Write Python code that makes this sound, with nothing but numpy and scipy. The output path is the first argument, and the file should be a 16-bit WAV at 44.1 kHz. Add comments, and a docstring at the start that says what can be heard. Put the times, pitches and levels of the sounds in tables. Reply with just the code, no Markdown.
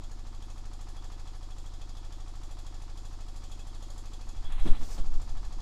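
"""In a small workshop, a one-cylinder diesel drives a feed pellet mill, heard from a hand-held phone.
Every cycle the engine shakes its frame, knocks, clacks its valves, gulps air and pumps out exhaust,
over the steady hiss of the mill. Near the end a hand shifts its grip on the phone:
it cups the microphone, rubs and bumps it, then slides off."""
import sys
import numpy as np
from scipy import signal
from scipy.fft import rfft, irfft
from scipy.io import wavfile
from scipy.ndimage import uniform_filter1d

SR = 44100
rng = np.random.default_rng(int(sys.argv[2]) if len(sys.argv) > 2 else 0)


def pcm_store(signal):
    """Save signal as 16-bit PCM."""
    levels = np.round(np.clip(np.atleast_2d(signal), -1, 1) * 32767)
    wavfile.write(sys.argv[1], SR, levels.astype(np.int16).T)


N = 247401
T = np.arange(N) / SR
FREQS = np.maximum(np.arange(N // 2 + 1) * SR / N, 1)

# "turn" counts engine cycles; a "place" is a point within one cycle, from 0 to 1
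FIRING_HZ, START_TURN = 12.937, -0.068

# the frame's shaking: firing_rate_multiple, level_db
SHAKE_HARMONICS = [(2, 6.5), (4, -13.5)]
# the exhaust's pumping: firing_rate_multiple, level_db
EXHAUST_HARMONICS = [(3, -1.5), (5, -32), (6, 3.5), (7, -7), (8, -18.5), (9, -8.5), (10, -12), (12, -16.5),
                     (13, -28), (14, -28), (33, -23), (40, -27.5), (43, -22)]
# fuel firing and the piston slapping: place, level_db, decay_s
KNOCK_HITS = [(0.158, 0, 0.027), (0.355, 1.5, 0.015), (0.595, -7, 0.0085)]
# tone of the engine block: pitch_hz, level_db
BLOCK_SPECTRUM = [(100, -39), (200, -8), (400, -8.5), (620, -21), (800, 4.5), (950, -1.5), (1150, 1),
                  (1500, -8.5), (2100, -10.5), (3000, -13), (6000, -11.5), (14000, -51)]
# ringing notes of the belt guard: pitch_hz, width_hz, level_db
GUARD_MODES = [(742.7, 32, -1), (843, 33, -3), (1054, 41, -3)]
# clacks of the valves: place, level_db, decay_s
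CLACK_HITS = [(.16, -10.5, 0.0087), (0.4, 3, 0.0069), (.53, -9.5, 0.017), (.97, -24.5, 0.0086)]
# tone of the clacks: pitch_hz, level_db
VALVE_SPECTRUM = [(600, 16), (1500, -0.5), (2200, -24), (2900, -7), (3400, -1), (4400, 10), (5900, 4),
                  (7000, 4), (8000, -5), (9200, -8), (10700, -13), (11600, -29), (14000, -39)]
# ringing notes of the cover over the valves: pitch_hz, width_hz, level_db
COVER_MODES = [(1706, 31, 4.5), (2460, 26, -13), (2572, 48, 2), (3354, 200, 5.5), (4900, 220, -3.5),
               (6720, 600, 0.5), (7200, 660, 0), (10390, 690, -8.5)]
# the cover's clearest note, a ping: pitch_hz, width_hz, level_db
COVER_PING = [(3364, 120, 0)]
# the hardest pings: peak_s, level_db
HARD_PINGS = [(.975, -60), (1.51, -65), (3.6, -61.5), (4.452, -64)]
# loudness as the phone moves around the engine: time_s, block_gain_db, valve_gain_db
NEARNESS = [(0, -2.5, -1), (1.1, 0.5, 1), (1.7, -2, 0.6), (2.7, -.5, 1.5), (3.6, -2.5, 2.5), (5, 1.5, 2.5)]
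# tone of the mill: pitch_hz, level_db
MILL_SPECTRUM = [(30, 14), (100, 12), (190, -1), (350, 2), (520, -1.5), (680, 3), (1100, 2.5), (1700, -6),
                 (2700, -8.5), (3700, -3), (5000, -2), (6100, -8), (7300, -7), (9000, -15), (12000, -25),
                 (14000, -26.5)]
# fingers press the phone and let go: start_s, held_s, push_db, release_db, judder_db
FINGER_PRESSES = [(4.628, .085, -11, -5.5, -30), (4.803, 0.038, -19, -33, -47.5),
                  (5.013, .068, -15.5, -17, -50), (5.124, 0.041, -16.5, -14, -55)]
# tone of skin juddering on the case: pitch_hz, level_db
JUDDER_SPECTRUM = [(20, 5), (100, -4.5), (180, -2), (260, 2.5), (400, -11), (700, -19.5), (1200, -26.5),
                   (3500, -35), (5500, -42), (14000, -51)]
# tone of the case's rumble: pitch_hz, level_db
RUMBLE_SPECTRUM = [(3, -8.5), (9, -2.5), (20, -5), (35, -17.5), (60, -26), (120, -38), (300, -57.5),
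                   (1000, -98)]
# short dry scuffs: peak_s, level_db, rise_s, fall_s
SCUFF_SWELLS = [(4.68, -43, 0.011, 0.028), (4.979, -41.5, 0.001, 0.025)]
# tone of a scuff: pitch_hz, level_db
SCUFF_SPECTRUM = [(100, 10), (300, 2.5), (700, -4), (1300, -11.5), (2500, -21), (4000, -13), (6000, -25),
                  (9000, -20.5), (14000, -51)]
# fingers sliding lightly: peak_s, level_db, rise_s, fall_s
SLIDE_SWELLS = [(4.655, -58.5, 0.045, 0.052), (4.865, -54, 0.061, .035), (4.93, -50, 0.027, 0.034)]
# tone of their hiss: pitch_hz, level_db
SLIDE_SPECTRUM = [(500, 1.5), (2000, -8), (3600, -9), (5200, -0.5), (7000, -3.5), (9000, -9.5),
                  (11500, -18.5), (14000, -13)]
# how the hollow under the hand changes the sound: pitch_hz, gain_db
HAND_HOLLOW = [(400, -1), (1100, 5), (2000, 9.5), (3300, 8.5), (4100, 5.5), (4800, -12), (7200, -7),
               (8500, 4), (14000, -1)]
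# a low boom in the room: firing_rate_multiple, level_db
BOOM_HARMONICS = [(16, -8.5), (17, -2), (18, 3.5), (19, -10)]


def frame(turn):
    """Each firing shakes the frame and rocks the whole machine on its feet."""
    shake = throb(turn, SHAKE_HARMONICS, place=0.897, db=-38.5)
    rock = undb(-42) * np.sin(2 * np.pi * (turn - 0.34))
    return shake + rock


def exhaust(turn):
    """The exhaust pumps out low pulses; no two firings burn quite alike."""
    burn = uniform_filter1d(per_cycle(turn, spread_db=0.3), size=800)
    return throb(turn, EXHAUST_HARMONICS, place=0.42, db=-49.5) * burn


def intake(turn, place, hz, sag_hz, length_s, db):
    """One hollow gulp of air a cycle; its pitch sags as the cylinder opens up."""
    age = seconds_since(turn, place)
    gulp = np.sin(np.pi * np.minimum(age / length_s, 1)) ** 2 * per_cycle(turn - place, spread_db=1.5)
    phase = 2 * np.pi * (hz - sag_hz * age / length_s / 2) * age
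    return level(gulp * np.sin(phase), db)


def block(turn):
    """Burning fuel and the slapping piston knock the engine block almost alike each cycle."""
    envelope = blows(turn, KNOCK_HITS, rise_s=0.00051, scatter_db=0.75, room_db=-7, room_s=0.052)
    return envelope * colour(clatter(turn, repeat_hz=1850), BLOCK_SPECTRUM) * undb(-60.7)


def belt_guard(turn, rise_s=0.0026):
    """Every knock sets the guard's notes ringing; the narrow ones ring longest."""
    ringing = 0
    for place, knock_db, _ in KNOCK_HITS:
        age = seconds_since(turn, place)
        strike = undb(knock_db) * (1 - np.exp(-age / rise_s))
        for hz, width_hz, db in GUARD_MODES:
            note = undb(db) * np.exp(-np.pi * width_hz * age) * np.sin(2 * np.pi * hz * age)
            ringing += strike * note * per_cycle(turn - place, spread_db=2)
    return level(ringing, -66)


def valves(turn):
    """The valves clack brightly and ring their cover, with a new mix of its notes each cycle."""
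    envelope = blows(turn, CLACK_HITS, rise_s=0.0016, scatter_db=1.5, room_db=-10, room_s=0.052)
    clacks = envelope * colour(grains(spread_db=3), VALVE_SPECTRUM)
    cover = 0
    for mode in COVER_MODES:
        rattle = envelope * per_cycle(turn, spread_db=4) * rng.standard_normal(N)
        cover += ring(rattle, [mode])
    return level(clacks, -65) + level(cover, -65)


def cover_pings(turn, place=0.42, decay_s=0.023):
    """The main clack makes the valve cover ping faintly; a few pings ring out much harder."""
    usual = blows(turn, [(place, 0, decay_s)], rise_s=0.002, scatter_db=3.5, room_db=-15, room_s=0.05)
    hard = swells([(peak_s, db, 0.003, decay_s) for peak_s, db in HARD_PINGS])
    note = ring(ring(rng.standard_normal(N), COVER_PING), COVER_PING)  # twice, for a purer note
    return level(note, 0) * (usual * undb(-76) + hard)


def mill(turn):
    """Belt, fan and the screw grinding meal: a gritty hiss over a whirr that turns with the engine."""
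    whirr = clatter(turn, repeat_hz=860)
    grit = level(grains(spread_db=2.5), -4.5)
    return colour(whirr + grit, MILL_SPECTRUM) * undb(-59)


def presses(judder_s=0.016):
    """Each finger press is a lump of pressure, a judder of skin that trails off, and a dip on release."""
    lumps, rub = 0, 0
    for start_s, held_s, push_db, release_db, judder_db in FINGER_PRESSES:
        lumps += swell(start_s, push_db, rise_s=0.0072, fall_s=0.02)
        lumps -= swell(start_s + held_s, release_db, rise_s=0.011, fall_s=0.011)
        middle_s = start_s + held_s / 2
        judder = swell(middle_s, judder_db, rise_s=judder_s, fall_s=judder_s)
        tail = swell(middle_s, judder_db - 10.5, rise_s=judder_s, fall_s=0.064)
        rub += np.hypot(judder, tail)
    return lumps + rub * colour(rng.standard_normal(N), JUDDER_SPECTRUM)


def handling():
    """The hand scuffs, slides and presses on the case, which rumbles faintly even when held still."""
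    grip = undb(-53.5) + undb(-29.5) * held(from_s=4.48, until_s=5.44, fade_s=0.25)
    rumble = colour(rng.standard_normal(N), RUMBLE_SPECTRUM) * grip
    scuff = colour(grains(spread_db=1), SCUFF_SPECTRUM) * swells(SCUFF_SWELLS)
    slide = colour(grains(spread_db=-1), SLIDE_SPECTRUM) * swells(SLIDE_SWELLS)
    return rumble + scuff + slide + presses()


def cupped_hand(sound):
    """The hand briefly covers most of the microphone, and its hollow colours the sound."""
    covered = 0.85 * held(from_s=4.53, until_s=4.755, fade_s=0.1)
    return sound * (1 - covered) + tone(sound, HAND_HOLLOW) * covered


def room_boom(turn):
    """The room booms along, more softly while the phone is held out over the engine."""
    dip_db = -4 * held(from_s=1.3, until_s=2.97, fade_s=0.98)
    return throb(turn, BOOM_HARMONICS, place=0.0855, db=-63.5) * undb(dip_db)


def throb(turn, harmonics, place, db):
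    """Low tones at multiples of the firing rate that gather into a pulse at a place in the cycle."""
    tones = (undb(gain_db) * np.cos(2 * np.pi * n * (turn - place)) for n, gain_db in harmonics)
    return level(-sum(tones), db)


def blows(turn, hits, rise_s, scatter_db, room_db, room_s):
    """Loudness of blows at set places in the cycle, each dying quickly into the room's echo."""
    power = 0
    for place, db, decay_s in hits:
        age = seconds_since(turn, place)
        strike = undb(db) * per_cycle(turn - place, scatter_db) * (1 - np.exp(-age / rise_s))
        decay = np.exp(-2 * age / decay_s) + undb(room_db) ** 2 * np.exp(-2 * age / room_s)
        power += strike ** 2 * decay
    return level(np.sqrt(power), 0)


def clatter(turn, repeat_hz):
    """Dense vibration that repeats every cycle below repeat_hz and is new each time above it."""
    size = int(N / (turn[-1] - turn[0]))  # samples in one cycle
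    pattern = irfft(np.exp(2j * np.pi * rng.random(size // 2 + 1)), size)
    looped = level(np.interp(turn % 1 * size, np.arange(size), pattern), 0)
    fresh = rng.standard_normal(N)
    share = 1 / (1 + (FREQS / repeat_hz) ** 2)
    return irfft(rfft(looped) * np.sqrt(share) + rfft(fresh) * np.sqrt(1 - share), N)


def grains(spread_db):
    """Dense tiny clicks of unequal size."""
    return rng.standard_normal(N) * undb(spread_db * np.minimum(rng.exponential(size=N), 4))


def seconds_since(turn, place):
    """Time since the engine last passed a place in its cycle."""
    return (turn - place) % 1 / FIRING_HZ


def per_cycle(turn, spread_db):
    """A random gain held through each cycle."""
    cycle = np.floor(turn - np.floor(turn[0])).astype(int)
    return undb(spread_db * rng.uniform(-1.34, 1.3, N // 1000))[cycle]


def swell(peak_s, db, rise_s, fall_s):
    """One rounded rise and fall in loudness."""
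    width_s = np.where(T < peak_s, rise_s, fall_s)
    return undb(db) * np.exp(-((T - peak_s) / width_s) ** 2 / 2)


def swells(table):
    """Several swells joined into one loudness curve."""
    return np.sqrt(sum(swell(*row) ** 2 for row in table))


def held(from_s, until_s, fade_s):
    """A curve that fades in, stays at 1 between two times and fades out."""
    return np.clip(1 + np.minimum(T - from_s, until_s - T) / fade_s, 0, 1)


def curves(table):
    """One value per sample for each column of a timed table."""
    times_s, *columns = np.transpose(table)
    return [np.interp(T, times_s, column) for column in columns]


def ring(x, modes):
    """Pass a sound through an object's ringing notes (its modes)."""
    response = sum(undb(db) / (1 + 1j * (FREQS ** 2 - hz ** 2) / (FREQS * width_hz))
                   for hz, width_hz, db in modes)
    return irfft(rfft(x) * response, N)


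def tone(x, spectrum):
    """Turn each pitch in a sound up or down along a curve."""
    hz, db = np.transpose(spectrum)
    gain = undb(np.interp(np.log(FREQS), np.log(hz), db))
    return irfft(rfft(x) * gain, N)


def colour(x, spectrum):
    """Shape a sound's tone, then set its average (rms) size to 1."""
    return level(tone(x, spectrum), 0)


def level(x, db):
    """Set the average (rms) level."""
    return x * undb(db) / np.sqrt(np.mean(x ** 2))


def undb(db):
    """Decibels to gain."""
    return 10 ** (np.asarray(db) / 20)


def scene():
    """Engine and mill follow one turning crank; the hand colours their sound and adds its own."""
    turn = START_TURN + FIRING_HZ * T
    block_db, valve_db = curves(NEARNESS)
    pulses = frame(turn) + exhaust(turn)
    gulp = intake(turn, place=0.86, hz=378.3, sag_hz=118, length_s=0.029, db=-64.5)
    suck = intake(turn, place=0.78, hz=140.9, sag_hz=29.8, length_s=0.03, db=-64)
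    knocks = (block(turn) + belt_guard(turn)) * undb(block_db)
    clacks = (valves(turn) + cover_pings(turn)) * undb(valve_db)
    grinding = mill(turn) * undb(valve_db / 2)  # further off, so its level moves less
    workshop = pulses + gulp + suck + knocks + clacks + grinding + room_boom(turn)
    return (cupped_hand(workshop) + handling())[None]


def record(dry, top_hz=14150):
    """The phone cuts off the highest treble steeply."""
    return signal.sosfilt(signal.ellip(10, 0.2, 70, top_hz, fs=SR, output="sos"), dry)


dry = scene()
out = record(dry)
pcm_store(out)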